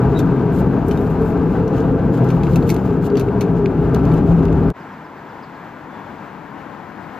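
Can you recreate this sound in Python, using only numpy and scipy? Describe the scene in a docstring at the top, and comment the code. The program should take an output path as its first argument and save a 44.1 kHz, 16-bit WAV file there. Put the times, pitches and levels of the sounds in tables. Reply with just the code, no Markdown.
"""A low road drone fills the cabin of a moving car, with swelling booms and a hollow song from the tyres.
The road shakes the body, and the cabin's resonances colour the noise. The dashboard plastic sticks
and slips in ticks, rubs and one short squeak. After about 4.7 seconds the drive fades out quickly
with a thin click and gives way to a quiet meadow: the roar of a far waterfall and faint birds."""
import sys
import numpy as np
from scipy import signal
from scipy.fft import rfft, irfft, next_fast_len
from scipy.io import wavfile
from scipy.ndimage import uniform_filter1d

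SR = 44100
rng = np.random.default_rng(int(sys.argv[2]) if len(sys.argv) > 2 else 0)


def log_audio(samples):
    """Write samples as a 16-bit WAV file to the path given in sys.argv[1]."""
    # one column per channel
    frames = np.atleast_2d(samples).T
    # limit to full scale, then quantise
    limited = np.clip(frames, -1, 1)
    pcm = np.round(limited * 32767).astype(np.int16)
    wavfile.write(sys.argv[1], SR, pcm)


N = 317079
TIME = np.arange(N) / SR
FREQ = np.fft.rfftfreq(next_fast_len(2 * (N // 2 + 1), True) // 2 * 2, 1 / SR)
DRIVE_END_S, MEADOW_START_S, FADE_S = 4.731, 4.728, 0.043

# Modes of the dashboard plastic. Each row: frequency in Hz, width in Hz, lift in dB.
PLASTIC_MODES = [(2170, 240, 8), (2630, 270, 8.5), (3620, 290, 5), (4300, 490, 5), (5900, 560, 7.5),
                 (6650, 900, 6)]
# Stereo image of the dashboard. Each row: frequency in Hz, likeness of the two sides from 0 to 1,
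# left over right in dB, left phase lead in radians.
DASHBOARD_IMAGE = [(2000, .9, 1.5, .1), (4700, .85, 0, 0), (5300, .4, 0, 1), (6100, .6, 0, 2.5),
                   (7000, .25, 0, .5), (11000, .25, 0, 0), (11800, .95, 0, 0)]


def road(jolt_db=0.8, flutter_db=1.0):
    """The road surface shakes suspension, body and tyres; the cabin's resonances colour the noise."""
    # Road noise and its faint treble. Each row: frequency in Hz, relative level in dB.
    body_colour = [(20, -19), (38, -7.5), (55, 1.5), (85, -1.5), (112, -1), (230, -5.5), (350, -6.5),
                   (455, -7.5), (490, -15), (600, -18.5), (900, -18.5), (1580, -27), (1900, -34.5),
                   (2700, -38.5)]
    treble_colour = [(3100, -44.5), (4500, -51.5), (5300, -53), (6800, -55.5), (8500, -65.5), (10500, -66),
                     (13000, -61.5), (15000, -63.5)]
    # Resonances of cabin air, panels and tyres. 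Each row: frequency in Hz, width in Hz, lift in dB.
    cabin_modes = [(110, 16, 1.5), (128.6, 14, 4), (166.5, 17, 2.5), (194, 26, 5.5), (269.7, 31.5, 7.5),
                   (332, 15, 2), (410, 34, 1), (447, 14, 0), (525, 53, 2.5), (669, 54, 8), (822, 120, 4.5),
                   (962, 36, 4.5), (1195, 40, 5), (1329, 34, 6.5), (1552, 170, 4.5)]
    # Stereo image of the cabin. Each row: frequency in Hz, likeness from 0 to 1, left over right in dB,
    # left phase lead in radians.
    cabin_image = [(65, .999, 0, 0), (160, .997, 3, 0), (370, .985, 3.7, .04), (490, .98, -2, -.05),
                   (600, .94, 6, .15), (860, .98, 7, .42), (1100, .96, 3.3, .1), (1280, .97, 6.8, .4),
                   (1520, .98, 1.3, .13), (1800, .92, 3.5, .28), (4700, .91, -.5, 0), (5500, .35, 0, 1.8),
                   (11000, .2, 0, 0), (11800, .95, 0, 0)]
    # How hard the car shakes. Each row: time in seconds, then rumble, body drone and tyre roar in dB.
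    shake = [(0.15, -24.5, -16.5, -28), (0.5, -32.5, -17.5, -30.0), (0.62, -22, -15, -29),
             (0.85, -26.5, -18, -30), (1.4, -22.5, -18.5, -29.5), (1.7, -29, -17.5, -30.5),
             (2.05, -24.5, -17, -30.0), (2.23, -30, -16, -29.5), (2.33, -26.5, -18.5, -29.5),
             (2.65, -26.5, -16, -30.5), (3.05, -29.5, -19.0, -32), (3.25, -28, -18.5, -32),
             (3.43, -32.5, -18.5, -31.5), (3.7, -27.5, -18.5, -31.5), (3.85, -23.5, -18.5, -29.5),
             (4.03, -22, -16.5, -29.5), (4.12, -25, -16, -28.5), (4.22, -21.5, -17, -30),
             (4.68, -19, -17, -29.5)]
    colour_db = over_hz(body_colour + treble_colour)[0] + resonance_db(cabin_modes)
    spectrum = stereo_spectrum(cabin_image) * gain_of(colour_db)
    rumble_db, drone_db, roar_db = over_time(shake)
    roar_db += flutter_db * wander(rate_hz=30)  # patches of coarser asphalt
    rumble_db += jolt_db * wander(rate_hz=2)  # small jolts of the suspension
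    rumble = band(spectrum, 12, 100) * gain_of(rumble_db)
    drone = band(spectrum, 100, 600) * gain_of(drone_db + 0.5)
    roar = band(spectrum, 600, SR) * gain_of(roar_db - 0.04)
    return rumble + drone + roar


def cabin_boom():
    """Engine and road make two low cabin resonances boom in swells."""
    # Swells of the upper and the lower boom. Each row: time in seconds, relative level in dB.
    upper_swells = [(0.05, -24), (.3, -22.5), (0.55, -18.5), (0.82, -29), (1.1, -24), (1.18, -22),
                    (1.28, -29), (1.42, -15), (1.65, -25), (2.05, -30), (2.38, -14), (2.48, -21),
                    (2.57, -12.5), (2.75, -26.5), (3.4, -31), (3.53, -14), (3.68, -31), (3.8, -18.5),
                    (3.98, -26), (4.12, -9.5), (4.22, -26), (4.33, -9), (4.43, -21), (4.68, -19.5)]
    lower_swells = [(0, -19.5), (.6, -29.5), (1.1, -33), (1.8, -36.5), (2.08, -18.5), (2.35, -15),
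                    (2.45, -22), (2.56, -20.5), (2.8, -40), (3.1, -32), (3.24, -23), (3.4, -33),
                    (3.72, -36), (3.83, -14), (4.03, -26), (4.14, -20), (4.25, -31.5), (4.56, -18.5),
                    (4.68, -22)]
    upper = cabin_hum(upper_swells, hz=164.5, waver=.02, waver_hz=9.1, throb=0.28)
    lower = cabin_hum(lower_swells, hz=128.9, waver=.018, waver_hz=8.2, throb=0.22)
    return place(upper, gain_db=-1, lean_db=1.5) + place(lower, gain_db=-2.5, lean_db=0.2)


def cabin_hum(swells, hz, waver, waver_hz, throb):
    """One cabin resonance hums, wavering a little in pitch and throbbing unevenly."""
    cycles = np.cumsum(hz * (1 + waver * wander(waver_hz))) / SR
    tone = unit_rms(np.sin(2 * np.pi * cycles) * (1 + throb * wander(rate_hz=19)))
    return tone * gain_of(over_time(swells)[0])


def tyres():
    """The tyres sing two close notes that beat into a rough band and, for a while, a higher one."""
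    # The three tyre notes. Each row: time in seconds, pitch in Hz, relative level in dB.
    main_note = [(0, 408, -26.5), (.15, 405, -27.5), (.28, 410, -34), (.48, 412, -20), (.6, 410, -40),
                 (.9, 405, -23.5), (1.16, 418, -31.5), (1.235, 420, -18.5), (1.31, 420, -34),
                 (1.38, 422, -24.5), (1.5, 422, -31.5), (2.35, 415, -44), (2.82, 415, -40),
                 (2.9, 424, -24.5), (3.02, 405, -33.5), (3.13, 408, -19), (3.23, 402, -27.5),
                 (3.45, 402, -27), (3.6, 402, -22), (3.8, 400, -27.5), (3.93, 408, -20.5), (4.22, 402, -41),
                 (4.4, 402, -28.5), (4.68, 403, -24.5)]
    side_note = [(0, 459, -35), (1.15, 455, -28.5), (1.235, 442.3, -19.5), (1.3, 449.5, -36),
                 (1.65, 449.4, -26.5), (2.05, 454.3, -30), (2.25, 455.6, -28), (2.33, 456, -38),
                 (2.45, 456.4, -26), (2.8, 456, -30.5), (3.15, 456, -28), (3.3, 457, -32.5),
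                 (3.55, 455.3, -27), (3.75, 455, -38), (3.93, 458, -26), (4.05, 455, -34),
                 (4.68, 459.6, -36)]
    high_note = [(1.15, 497.7, -54), (1.5, 501.8, -30), (1.8, 511.8, -28), (2.1, 514.4, -32),
                 (2.55, 517.3, -30), (2.9, 500, -55)]
    return (place(tyre_note(main_note, width_hz=18), gain_db=1, lean_db=1.5)
            + place(tyre_note(side_note, width_hz=16.5), gain_db=-1, lean_db=0.2)
            + place(tyre_note(high_note, width_hz=19), gain_db=-3, lean_db=-2.5))


def tyre_note(curve, width_hz):
    """The tread stirs a narrow resonance of the tyres: a fuzzy, hollow note."""
    hz, db = over_time(curve)
    phase = 2 * np.pi * np.cumsum(hz) / SR
    narrow_noise = wander(width_hz) * np.cos(phase) + wander(width_hz) * np.sin(phase)
    return unit_rms(narrow_noise) * gain_of(db)


def dashboard_ticks(snap_s=0.0019, rise_s=0.00025, tail_db=-24, tail_t60=0.2,
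                    ring_width_hz=260, ring_db=5):
    """Each slip of the plastic snaps and stirs its modes; one mode pings on over a short cabin tail."""
    # Slips of the plastic. Each row: start in seconds, level in dB, seconds to fall 60 dB,
    # brightness in dB per octave, strongest ring in Hz, its ping against the burst in dB.
    slips = [(0.191, -35, 0.043, 5.5, 6800, -8), (.883, -43, 0.054, 14, 8540, -10),
             (.911, -39, 0.083, 1, 3030, 2.5), (.974, -46, 0.055, 3, 3720, 5),
             (1.066, -49, .05, -3, 4700, -5), (1.678, -46.5, 0.04, 3, 5700, 1),
             (1.803, -50, 0.054, 1, 3900, -8), (2.244, -51, .04, 9, 6540, -16),
             (2.288, -41, 0.068, -1, 2440, -8), (2.303, -40.5, 0.099, 1, 2340, 1),
             (2.434, -32, 0.027, -5.5, 2520, -9), (2.468, -41, 0.041, -4, 2120, -6),
             (2.534, -46, .04, -2, 4300, -12), (2.558, -34, 0.064, 4, 2620, -5),
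             (2.625, -46, .06, -3, 4300, -6), (2.692, -34.5, 0.095, 5, 2310, -3),
             (2.701, -29.5, 0.085, 3.5, 2190, -9), (2.742, -39.5, 0.045, 5.5, 2600, -10),
             (2.764, -38, 0.021, -1, 4400, -5), (3.101, -43, 0.023, -4, 4550, 0),
             (3.155, -39, 0.024, -4, 3506, -9), (3.170, -36, 0.11, -0.5, 4518, -5),
             (3.196, -35.5, 0.063, 4.5, 4020, -13), (3.21, -42, .06, 1, 2270, -6),
             (3.286, -43, .02, -9, 2600, -1), (3.4091, -31, 0.082, 1, 2292, 1),
             (3.452, -48, .03, -6, 2497, -5), (3.6588, -32.5, 0.019, -5.5, 2400, -11),
             (3.946, -31.5, 0.025, 2, 2500, -9), (3.96, -49, .04, 3, 4396, -11),
             (4.052, -42, 0.03, 0.5, 3680, -3), (4.115, -44, .06, -8, 4400, -4),
             (4.138, -50, 0.066, 9, 7050, -10), (4.14, -44, .05, -10, 3000, 3),
             (4.173, -45.5, .05, -7, 3210, -7), (4.453, -42, 0.026, 0.5, 4420, -9),
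             (4.482, -38, 0.026, -13, 2650, 3), (4.527, -48, .03, 2, 3900, -6)]
    # Broad colour of a tick. Each row: frequency in Hz, relative level in dB.
    tick_colour = [(800, -10.5), (1700, 1.5), (2500, 7.5), (5000, 1.5), (8000, -5.5), (10500, -6.5),
                   (13000, -5.5), (14400, -7), (15200, -17.5)]
    size = 8192
    t, hz = np.arange(size) / SR, np.fft.rfftfreq(size, 1 / SR)
    octaves = np.log2(np.maximum(hz, 2000) / 4000)
    out = np.zeros((2, N))
    for start, db, t60, brightness, ring_hz, ping_db in slips + faint_slips():
        # the place of the slip shifts the modes a little and favours one resonance
        detune = 1 + .05 * rng.uniform(-0.7, 1)
        plastic_db = over_hz(tick_colour, hz)[0] + resonance_db(PLASTIC_MODES, hz * detune)
        favoured_db = resonance_db([(ring_hz, ring_width_hz, ring_db)], hz)
        colour_db = plastic_db + brightness * octaves + favoured_db
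        burst = unit_rms(irfft(stereo_spectrum(DASHBOARD_IMAGE, hz) * gain_of(colour_db)))
        snap = 0.96 * np.exp(-t / snap_s)
        decay = snap + gain_of(-60 * t / t60) + gain_of(tail_db - 60 * t / tail_t60)
        ping = gain_of(ping_db - 60 * t / (0.96 * t60)) * np.sin(2 * np.pi * ring_hz * t)
        attack = 1 - np.exp(-t / rise_s)
        add(out, start, gain_of(db) * (burst * decay + ping) * attack)
    return out


def faint_slips(per_second=2.2, level_db=-54, spread_db=3, t60=.035, ping_db=-7):
    """Rows for small extra ticks at random times, each favouring one of the plastic's modes."""
    gaps, strengths, modes = rng.random((64, 3)).T
    starts = np.cumsum(-np.log(1 - gaps)) / per_second
    levels_db = level_db + spread_db * (2 * strengths - 1)
    rings_hz = [PLASTIC_MODES[int(mode * len(PLASTIC_MODES))][0] for mode in modes]
    return [(start, db, t60, 0, ring_hz, ping_db)
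            for start, db, ring_hz in zip(starts, levels_db, rings_hz) if start < DRIVE_END_S]


def dashboard_rub(split_hz=7500, attack_s=0.027, release_s=0.022, grain_db=1.5, pressure_db=2.5):
    """Plastic sliding on plastic gives a soft hiss over a gritty crackle."""
    # The slides. Each row: start in seconds, length in seconds, relative hiss and grit levels in dB.
    slides = [(.09, 0.057, -69, -57), (0.157, 0.069, -55, -46), (0.51, 0.12, -54.5, -53.5),
              (0.837, 0.49, -62.5, -63), (1.489, 0.087, -66, -60), (1.715, 0.12, -65, -52),
              (2.112, 0.1, -60, -53.5), (2.22, 0.77, -65, -58), (2.26, .07, -67, -50),
              (2.48, 0.11, -62, -56), (2.647, 0.083, -56, -54), (3.01, 0.082, -54.5, -50.5),
              (3.21, .1, -68, -62), (3.537, 0.08, -68, -58), (4.037, .17, -66.5, -55.5),
              (4.25, 0.16, -68, -57)]
    # Colour of sliding plastic. Each row: frequency in Hz, relative level in dB.
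    rub_colour = [(2000, 1), (2800, 7), (4300, 1), (5200, -1), (6800, 1.5), (8500, -4.5), (10500, -6),
                  (12500, -1.5), (15000, -5)]
    spectrum = stereo_spectrum(DASHBOARD_IMAGE) * gain_of(over_hz(rub_colour)[0])
    low_share = 1 / (1 + (FREQ / split_hz) ** 8)
    fine = band(spectrum * (1 - low_share), 2000, SR)
    coarse = band(spectrum * low_share, 2000, SR)
    hiss_level, grit_level = gain_of(-72), gain_of(-70.5)  # the trim never sits quite still
    for start, length, hiss_db, grit_db in slides:
        slide = np.clip(np.minimum((TIME - start) / attack_s, (start + length - TIME) / release_s), 0, 1)
        hiss_level = np.hypot(hiss_level, slide * gain_of(hiss_db))
        grit_level = np.hypot(grit_level, slide * gain_of(grit_db))
    grain = gain_of(grain_db * wander(rate_hz=280))
    pressure = gain_of(pressure_db * wander(rate_hz=24))
    hiss = unit_rms(fine * grain) * hiss_level * gain_of(1.5)
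    grit = unit_rms(coarse * grain) * grit_level * gain_of(-1)
    return pressure * (hiss + grit)


def dashboard_squeak(flutter_hz=112, flutter_depth=0.76, jitter=0.012):
    """A sticking edge sings, chopped by the shaking of the dashboard."""
    # The stick-slip glide. Each row: time in seconds, pitch in Hz, level in dB.
    glide = [(.14, 3780, -64), (.158, 3800, -47), (.174, 3840, -37), (.184, 3860, -39), (.192, 3720, -52),
             (.2, 3580, -43), (.225, 3670, -66)]
    hz, db = over_time(glide)
    cycles = np.cumsum(hz * (1 + jitter * wander(rate_hz=510))) / SR
    chop = 1 + flutter_depth * np.sin(2 * np.pi * flutter_hz * TIME)
    sounding = (TIME > glide[0][0]) & (TIME < glide[-1][0])
    return unit_rms(np.sin(2 * np.pi * cycles) * chop) * gain_of(db) * sounding


def click(start_s=4.7032, peak_db=-17.5, decay_s=.00015):
    """A thin, dry click: a step of pressure that dies at once, alike on both sides."""
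    return gain_of(peak_db) * (TIME >= start_s) * np.exp(-abs(TIME - start_s) / decay_s)


def waterfall(surge_db=0.67, turn_db_per_s=1.33, mid_turn_s=5.87):
    """Far falling water, dulled by the air; it drifts to the left as the listener turns."""
    # Colour of the far water. Each row: frequency in Hz, relative level in dB.
    water_colour = [(20, -27), (60, -16), (105, -8), (160, -1), (305, -3.5), (345, -6.5), (480, -9.5),
                    (650, -11), (970, -6), (1150, -11.5), (1600, -12.5), (3000, -30), (4900, -40),
                    (7500, -45.5), (9000, -55), (9900, -58), (11000, -52.5), (13000, -49.5)]
    # Strength of the fall. Each row: time in seconds, low roar in dB, spray in dB.
    strength = [(4.75, -37.5, -38), (5.2, -38, -38.5), (5.6, -38.5, -38), (6.0, -36.5, -37.0),
                (6.4, -37.5, -37.5), (6.8, -37.5, -37.5), (7.19, -37, -37)]
    # Stereo image of the meadow. 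Each row: frequency in Hz, likeness from 0 to 1, left over right in dB,
    # left phase lead in radians.
    meadow_image = [(60, .99, 2.3, 0), (190, .985, 4, .03), (320, .97, 8, .07), (430, .96, 5.3, .12),
                    (560, .95, 8, .15), (900, .94, 6, .28), (1300, .87, 4, .55), (2300, .83, 2.5, .55),
                    (4600, .8, 1.3, .35), (5700, .15, 0, 0), (8200, .2, 0, 0), (11500, .97, 0, 0)]
    spectrum = stereo_spectrum(meadow_image) * gain_of(over_hz(water_colour)[0])
    roar_db, spray_db = over_time(strength)
    roar = band(spectrum, 12, 600) * gain_of(roar_db)
    spray = band(spectrum, 600, SR) * gain_of(spray_db + surge_db * wander(rate_hz=7))
    lean_db = turn_db_per_s * np.clip(TIME - mid_turn_s, -1, 1)
    return (roar + spray) * gain_of([lean_db, -lean_db])


def birds(drop_hz=1650, chirp_s=0.04, smear=0.09, quaver=.008, echo_db=-5, echo_t60=.3):
    """A far trill of down-slurred notes and a few held whistles, with echoes from the trees."""
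    # The trill. Each row: start in seconds, level in dB, top pitch in Hz, pitch scatter from 0 to 1.
    chirps = [(4.795, -67, 5750, .25), (4.917, -69, 5750, .25), (5.037, -67, 5750, .2),
              (5.161, -69.5, 5600, .25), (5.283, -68, 5750, .25), (5.421, -58, 5350, 0.9),
              (5.535, -66, 5200, .9)]
    # A second, farther bird. Each row: start in seconds, length in seconds, pitch in Hz, level in dB.
    whistles = [(5.87, .14, 3460, -66), (5.94, .2, 3420, -67.5), (6.53, .12, 2880, -66)]
    calls = np.zeros((1, N))
    slur_hz = drop_hz * np.linspace(0, 1, round(chirp_s * SR))
    for start, db, top_hz, scatter in chirps:
        shiver = unit_rms(uniform_filter1d(rng.standard_normal(len(slur_hz)), size=40))
        pitch_hz = (top_hz - slur_hz) * (1 + smear * scatter * shiver)
        add(calls, start, gain_of(db) * bird_note(pitch_hz))
    for start, length, hz, db in whistles:
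        pitch_hz = hz * (1 + quaver * wander(rate_hz=65)[:round(length * SR)])
        add(calls, start, gain_of(db) * bird_note(pitch_hz))
    trees = rng.standard_normal((2, SR // 2)) * gain_of(-60 * TIME[:SR // 2] / echo_t60)
    echoes = signal.fftconvolve(calls, trees / np.linalg.norm(trees[0]), axes=1)[:, :N]
    return calls + gain_of(echo_db) * echoes


def bird_note(pitch_hz):
    """A softly swelling whistle along a pitch curve."""
    swell = np.sin(np.linspace(0, np.pi, len(pitch_hz)))
    return unit_rms(swell * np.sin(2 * np.pi * np.cumsum(pitch_hz) / SR))


def gain_of(db):
    """Decibels to amplitude."""
    return 10 ** (np.asarray(db) / 20)


def unit_rms(x):
    """Scales a sound so that the mean of its channels has rms 1."""
    return x / np.sqrt(np.mean(np.atleast_2d(x).mean(0) ** 2) + 1e-20)


def over_hz(rows, hz=FREQ):
    """The columns of a table as curves on a log-frequency axis."""
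    points_hz, *columns = np.transpose(rows)
    return [np.interp(np.log(hz + 1), np.log(points_hz + 1), column) for column in columns]


def over_time(rows):
    """The columns of a table as curves in time."""
    times, *columns = np.transpose(rows)
    return [np.interp(TIME, times, column) for column in columns]


def resonance_db(modes, hz=FREQ):
    """The lift that a set of resonances adds to a spectrum."""
    return sum(db / (1 + (2 * (hz - centre) / width) ** 2) for centre, width, db in modes)


def wander(rate_hz):
    """A smooth random drift of rms 1 that rolls off above the rate."""
    white = rfft(rng.standard_normal(2 * len(FREQ) - 2))
    return unit_rms(irfft(white * np.exp(-(FREQ / rate_hz) ** 2))[:N])


def stereo_spectrum(image, hz=FREQ):
    """Left and right spectra of white noise, spread to a stereo image."""
    likeness, left_db, lead = over_hz(image, hz)
    left, unrelated = rng.standard_normal((2, len(hz))) + 1j * rng.standard_normal((2, len(hz)))
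    right = (likeness * left + np.sqrt(1 - likeness ** 2) * unrelated) * np.exp(-1j * lead)
    return np.array([left * gain_of(left_db / 2), right * gain_of(-left_db / 2)])


def band(spectrum, low_hz, high_hz):
    """One band of a noise spectrum as a sound of rms 1."""
    return unit_rms(irfft(spectrum * ((FREQ >= low_hz) & (FREQ < high_hz)))[:, :N])


def place(sound, gain_db, lean_db):
    """Fader and pan: the lean raises the left side and lowers the right by as much."""
    return sound * gain_of([[gain_db + lean_db], [gain_db - lean_db]])


def add(mix, start_s, sound):
    """Lays a sound into the mix at a time."""
    part = mix[:, round(start_s * SR):][:, :sound.shape[-1]]
    part += sound[..., :part.shape[1]]


def scene():
    """The drive fades out with a click and the meadow fades in."""
    drive = road() + cabin_boom() + tyres() + dashboard_ticks() + dashboard_rub() + dashboard_squeak()
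    meadow = waterfall() + birds()
    fade_out = np.clip((DRIVE_END_S - TIME) / FADE_S, 0, 1)
    fade_in = np.clip((TIME - MEADOW_START_S) / FADE_S, 0, 1)
    return drive * fade_out + meadow * fade_in + click()


def record(dry):
    """Rounds off the very highest peaks, then cuts the top of the treble."""
    ceiling, knee, cutoff_hz = .98, 8, 15200
    rounded = dry / (1 + (dry / ceiling) ** knee) ** (1 / knee)
    lowpass = signal.firwin(511, cutoff_hz, window=("kaiser", 9), fs=SR)
    return signal.oaconvolve(rounded, lowpass[None], "same")


dry = scene()
out = record(dry)
log_audio(out)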